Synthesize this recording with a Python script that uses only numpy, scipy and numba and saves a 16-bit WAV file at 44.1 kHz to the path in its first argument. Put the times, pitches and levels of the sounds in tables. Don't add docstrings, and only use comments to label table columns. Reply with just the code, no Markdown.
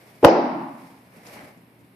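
import sys
import numpy as np
from scipy import signal
from scipy.fft import rfft, irfft
from scipy.io import wavfile
from numba import njit

SR = 44100
rng = np.random.default_rng(int(sys.argv[2]) if len(sys.argv) > 2 else 0)


def master(y):
    cut = np.clip(np.atleast_2d(y).T, -1, 1)
    pcm = np.round(cut * 32767)
    wavfile.write(sys.argv[1], SR, pcm.astype(np.int16))


N = 85995

# frequency in Hz, relative level in dB, 60 dB decay in s.
STAFF_MODES = [(333, -17, 0.44), (438, 0.5, 0.055), (541, 0, 0.021), (825, -11, 0.07), (1360, -21, 0.044),
               (1800, -25, 0.036), (1930, -28.5, 0.02), (2310, -31, .03), (2665, -22.5, 0.028),
               (3030, -24, .025)]


def undb(db):
    return 10 ** (np.asarray(db) / 20)


def along(points, hz, axis=1):
    rows = np.array(points, float)
    log_hz = np.log(np.maximum(hz, 1))
    return np.interp(log_hz, np.log(rows[:, 0]), rows[:, axis])


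def bins():
    return np.arange(N // 2 + 1) * SR / N


def noise(colour):
    # frequency in Hz, side against mid in dB.
    width = [(60, -20), (250, -14), (500, -13), (1000, -0.5), (3000, -1.5), (14000, -2)]
    mid, side = rfft(rng.standard_normal((2, N)))
    side = side * undb(along(width, bins()))
    left_right = np.array([mid + side, mid - side])
    x = irfft(left_right * undb(along(colour, bins())), N)
    return x / x.std()


def fade(t, t60):
    return (t >= 0) * np.exp(-np.log(1000) * np.maximum(t, 0) / t60)


def background(t):
    # frequency in Hz, relative level in dB per Hz.
    air_colour = [(30, -36.5), (60, -13.5), (110, -9.5), (170, -1.5), (300, -5.5), (550, -13.5), (900, -16),
                  (1400, -22.5), (2200, -20.5), (3200, -29), (5300, -35.5), (6500, -43), (9500, -32.5),
                  (13500, -31)]
    air_db, hum_db, hum_hz = -55, -62.5, 119
    hum = np.sqrt(2) * np.sin(2 * np.pi * hum_hz * t)
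    return undb(air_db) * noise(air_colour) + undb(hum_db) * hum


def uniform(t):
    # peak time in s, level in dB,
    # time constants of rise and of fall in s, rub against rush in dB.
    swishes = [(0.099, -55.5, 0.61, 0.66, -3.5), (0.84, -55.5, 0.099, 0.13, -3.5),
               (1.158, -54.5, 0.041, 0.12, -7.5), (1.269, -48.5, 0.024, 0.044, -4.5),
               (1.341, -49, 0.024, 0.049, 0), (1.388, -44.5, 0.026, 0.045, -33),
               (1.46, -52, 0.06, 0.064, -7)]
    # frequency in Hz, relative level in dB per Hz.
    rush_colour = [(100, -18.5), (200, -4), (400, -6), (600, -4.5), (900, -10.5), (1400, -16), (2200, -11),
                   (3200, -28.5), (6000, -40), (14000, -52.5)]
    rub_colour = [(1000, -33), (2200, 0), (3300, -7.5), (5200, -5), (6800, -12), (10500, -6.5),
                  (13000, -8.5)]
    flutter_db, flutter_hz = 1.5, 118.2
    rush, rub = 0, 0
    for at, db, rise, fall, treble_db in swishes:
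        swell = undb(db) * np.exp(np.minimum((t - at) / rise, (at - t) / fall))
        rush = rush + swell
        rub = rub + swell * undb(treble_db)
    folds = np.interp(t * flutter_hz, np.arange(1000), rng.standard_normal(1000))
    return undb(flutter_db * folds) * (rush * noise(rush_colour) + rub * noise(rub_colour))


def ring(t, hz, t60):
    return np.cos(2 * np.pi * hz * t) * fade(t, t60)


def ring_modes(t, modes):
    return sum(undb(db) * ring(t, hz, t60) for hz, db, t60 in modes)


def push(t, at, ms):
    force = np.sin(np.pi * np.clip((t - at) * 1000 / ms, 0, 1)) ** 2
    return force / force.sum()


def delay(x, s):
    return np.interp(np.arange(N) - s * SR, np.arange(N), x, left=0)


def staff(t):
    # start in s, push on the staff in relative dB,
    # contact time in ms, crack in relative dB, push on the mat in relative dB.
    contacts = [(0.2277, -46, 0.44, -37, -71.5), (0.23, -15.5, 2.2, -51, -60.5),
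                (0.2332, -18.5, 0.97, -36, -57.5), (0.2411, -9.5, 1.42, -25, -44.5),
                (0.2444, -6.5, 2.15, -26.5, -47.5), (0.2462, -15.5, 0.83, -1, -33),
                (0.248, -4, 0.85, -12, -28.5), (0.2516, 2, 1.33, -17, -8.5), (0.2553, 0, 1.4, -17, -29)]
    # frequency in Hz, relative level in dB, 60 dB decay in s.
    mat_modes = [(95, -2.5, 0.027), (168, 5.5, 0.029)]
    # frequency in Hz, relative level in dB per Hz.
    crack_colour = [(300, -6.5), (900, 15), (1600, -1), (3000, -4), (3800, -15), (5500, -16), (7500, -23),
                    (10500, -17.5), (14000, -18.5)]
    crack_t60_s, right_lag_s, blow_db = 0.021, 0.055 / 1000, 9.5
    on_staff, on_mat, crack = 0, 0, 0
    for at, db, contact_ms, crack_db, thump_db in contacts:
        force = push(t, at, contact_ms)
        on_staff = on_staff + undb(db) * force
        on_mat = on_mat + undb(thump_db) * force
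        crack = crack + undb(crack_db) * np.cumsum(force) * fade(t - at, crack_t60_s)
    wood = signal.fftconvolve(on_staff, ring_modes(t, STAFF_MODES))
    thump = signal.fftconvolve(on_mat, ring_modes(t, mat_modes))
    body = (wood + thump)[:N]
    stereo_body = np.array([body, delay(body, right_lag_s)])
    return undb(blow_db) * (stereo_body + crack * noise(crack_colour))


def walls(x):
    # delay in s, level in dB, left against right in dB.
    echoes = [(0.0184, -14, -4.5), (0.036, -12.5, 0)]
    low_hz, top_hz = 260, 5130
    band = signal.butter(2, [low_hz, top_hz], "band", fs=SR, output="sos")
    dull = signal.sosfilt(band, x)
    out = 0
    for s, db, pan in echoes:
        gain = undb(db + np.array([[pan], [-pan]]) / 2)
        out = out + gain * np.array([delay(channel, s) for channel in dull])
    return out


def spread_blow(t):
    # frequency in Hz, relative level in dB.
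    slap_colour = [(60, 22.5), (110, 24), (190, 40.5), (300, 45), (400, 50.5), (600, 47), (800, 40.5),
                   (1050, 42), (1400, 34), (2200, 26), (3100, 23.5), (3700, 20), (5000, 20), (14000, 17.5)]
    slap_s, ring_db = 0.248, 0.5
    at_slap = np.exp(-2j * np.pi * bins() * slap_s)
    slap = irfft(undb(along(slap_colour, bins())) * at_slap, N)
    return slap + undb(ring_db) * ring_modes(t - slap_s, STAFF_MODES)


def hall(t):
    # frequency in Hz, relative level in dB, 60 dB decay in s,
    # build-up time constant in s; the low boom comes late.
    hall_ring = [(60, -41, .4, .01), (118.5, -8.5, 1.9, 0.0053), (202, 1, 0.93, 0.0067),
                 (280, 9.5, 0.94, 0.18), (360, 1.5, 0.59, .03), (427, 3.5, 0.33, 0.024),
                 (576, 2.5, 0.59, 0.024), (770, 6.5, 0.78, 0.0031), (980, -5, 1, .008),
                 (1497, -5.5, 0.85, 0.003), (2370, -1, 0.77, .008), (3100, -13, 0.79, 0.0045),
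                 (4940, 0, 0.61, 0.0027), (7500, -11.5, 0.083, 0.0017), (14000, -15, .1, 0.0026)]
    spectrum = rfft(noise([(20, 0), (20000, 0)]))
    place = 3 * np.log2(np.maximum(bins(), 1) / 40)
    out = 0
    for k in range(27):
        hz = 40 * 2 ** (k / 3)
        band = irfft(spectrum * np.maximum(1 - abs(place - k), 0), N)
        build = 1 - np.exp(-t / along(hall_ring, hz, axis=3))
        decay = fade(t, along(hall_ring, hz, axis=2))
        out = out + band * undb(along(hall_ring, hz)) * build * decay
    return out * np.sqrt(2 * np.log(1000) / SR)


def feet(t):
    # start in s, relative level in dB.
    steps = [(1.165, -42.5), (1.429, -40.5), (1.571, -44), (1.650, -73), (1.787, -47), (1.806, -51.5),
             (1.843, -48.5)]
    # frequency in Hz, relative level in dB per Hz.
    step_colour = [(50, -20), (130, 13), (220, 15.5), (320, 11), (500, -36), (1500, -24), (5000, -24.5)]
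    rise_s, t60_s = 0.005, 0.11
    weight = 0
    for at, db in steps:
        weight = weight + undb(db) * np.clip((t - at) / rise_s, 0, 1) * fade(t - at, t60_s)
    return weight * noise(step_colour)


def snaps(t):
    # start in s, level in dB, centre in Hz.
    taut_folds = [(1.2665, -44, 5000), (1.272, -45, 6500), (1.33, -58, 1960), (1.34, -54, 1960),
                  (1.368, -44, 900), (1.373, -45, 2000), (1.392, -41.5, 2000), (1.402, -54, 1300)]
    t60_s, db_per_octave = 0.023, 19
    octaves = np.array([-4, 0, 4])
    out = 0
    for at, db, hz in taut_folds:
        colour = list(zip(hz * 2. ** octaves, -db_per_octave * abs(octaves)))
        out = out + undb(db) * fade(t - at, t60_s) * noise(colour)
    return out


def scene():
    t = np.arange(N) / SR
    cloth_send_db, step_send_db = -7, -18
    blow = staff(t)
    cloth = uniform(t) + snaps(t)
    steps = feet(t)
    send = spread_blow(t) + undb(cloth_send_db) * cloth + undb(step_send_db) * steps
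    tail = signal.fftconvolve(send, hall(t), axes=1)[:, :N]
    return blow + walls(blow) + cloth + steps + tail + background(t)


@njit
def follow(size, attack_s, release_s):
    out, e = np.empty(len(size)), 0.
    for i in range(len(size)):
        e += (size[i] - e) / (SR * (attack_s if size[i] > e else release_s))
        out[i] = e
    return out


def record(dry):
    threshold_db, ratio, attack_s, release_s = -13, 1.94, 0.012, 0.14
    clip_knee = 13
    low_cut_hz, top_hz = 53, 13900
    meter = follow(abs(dry).max(axis=0), attack_s, release_s)
    x = dry * np.maximum(meter / undb(threshold_db), 1) ** (1 / ratio - 1)
    x = x / (1 + abs(x) ** clip_knee) ** (1 / clip_knee)
    x = signal.sosfilt(signal.butter(3, low_cut_hz, "high", fs=SR, output="sos"), x)
    return signal.sosfilt(signal.ellip(8, .2, 70, top_hz, fs=SR, output="sos"), x)


dry = scene()
out = record(dry)
master(out)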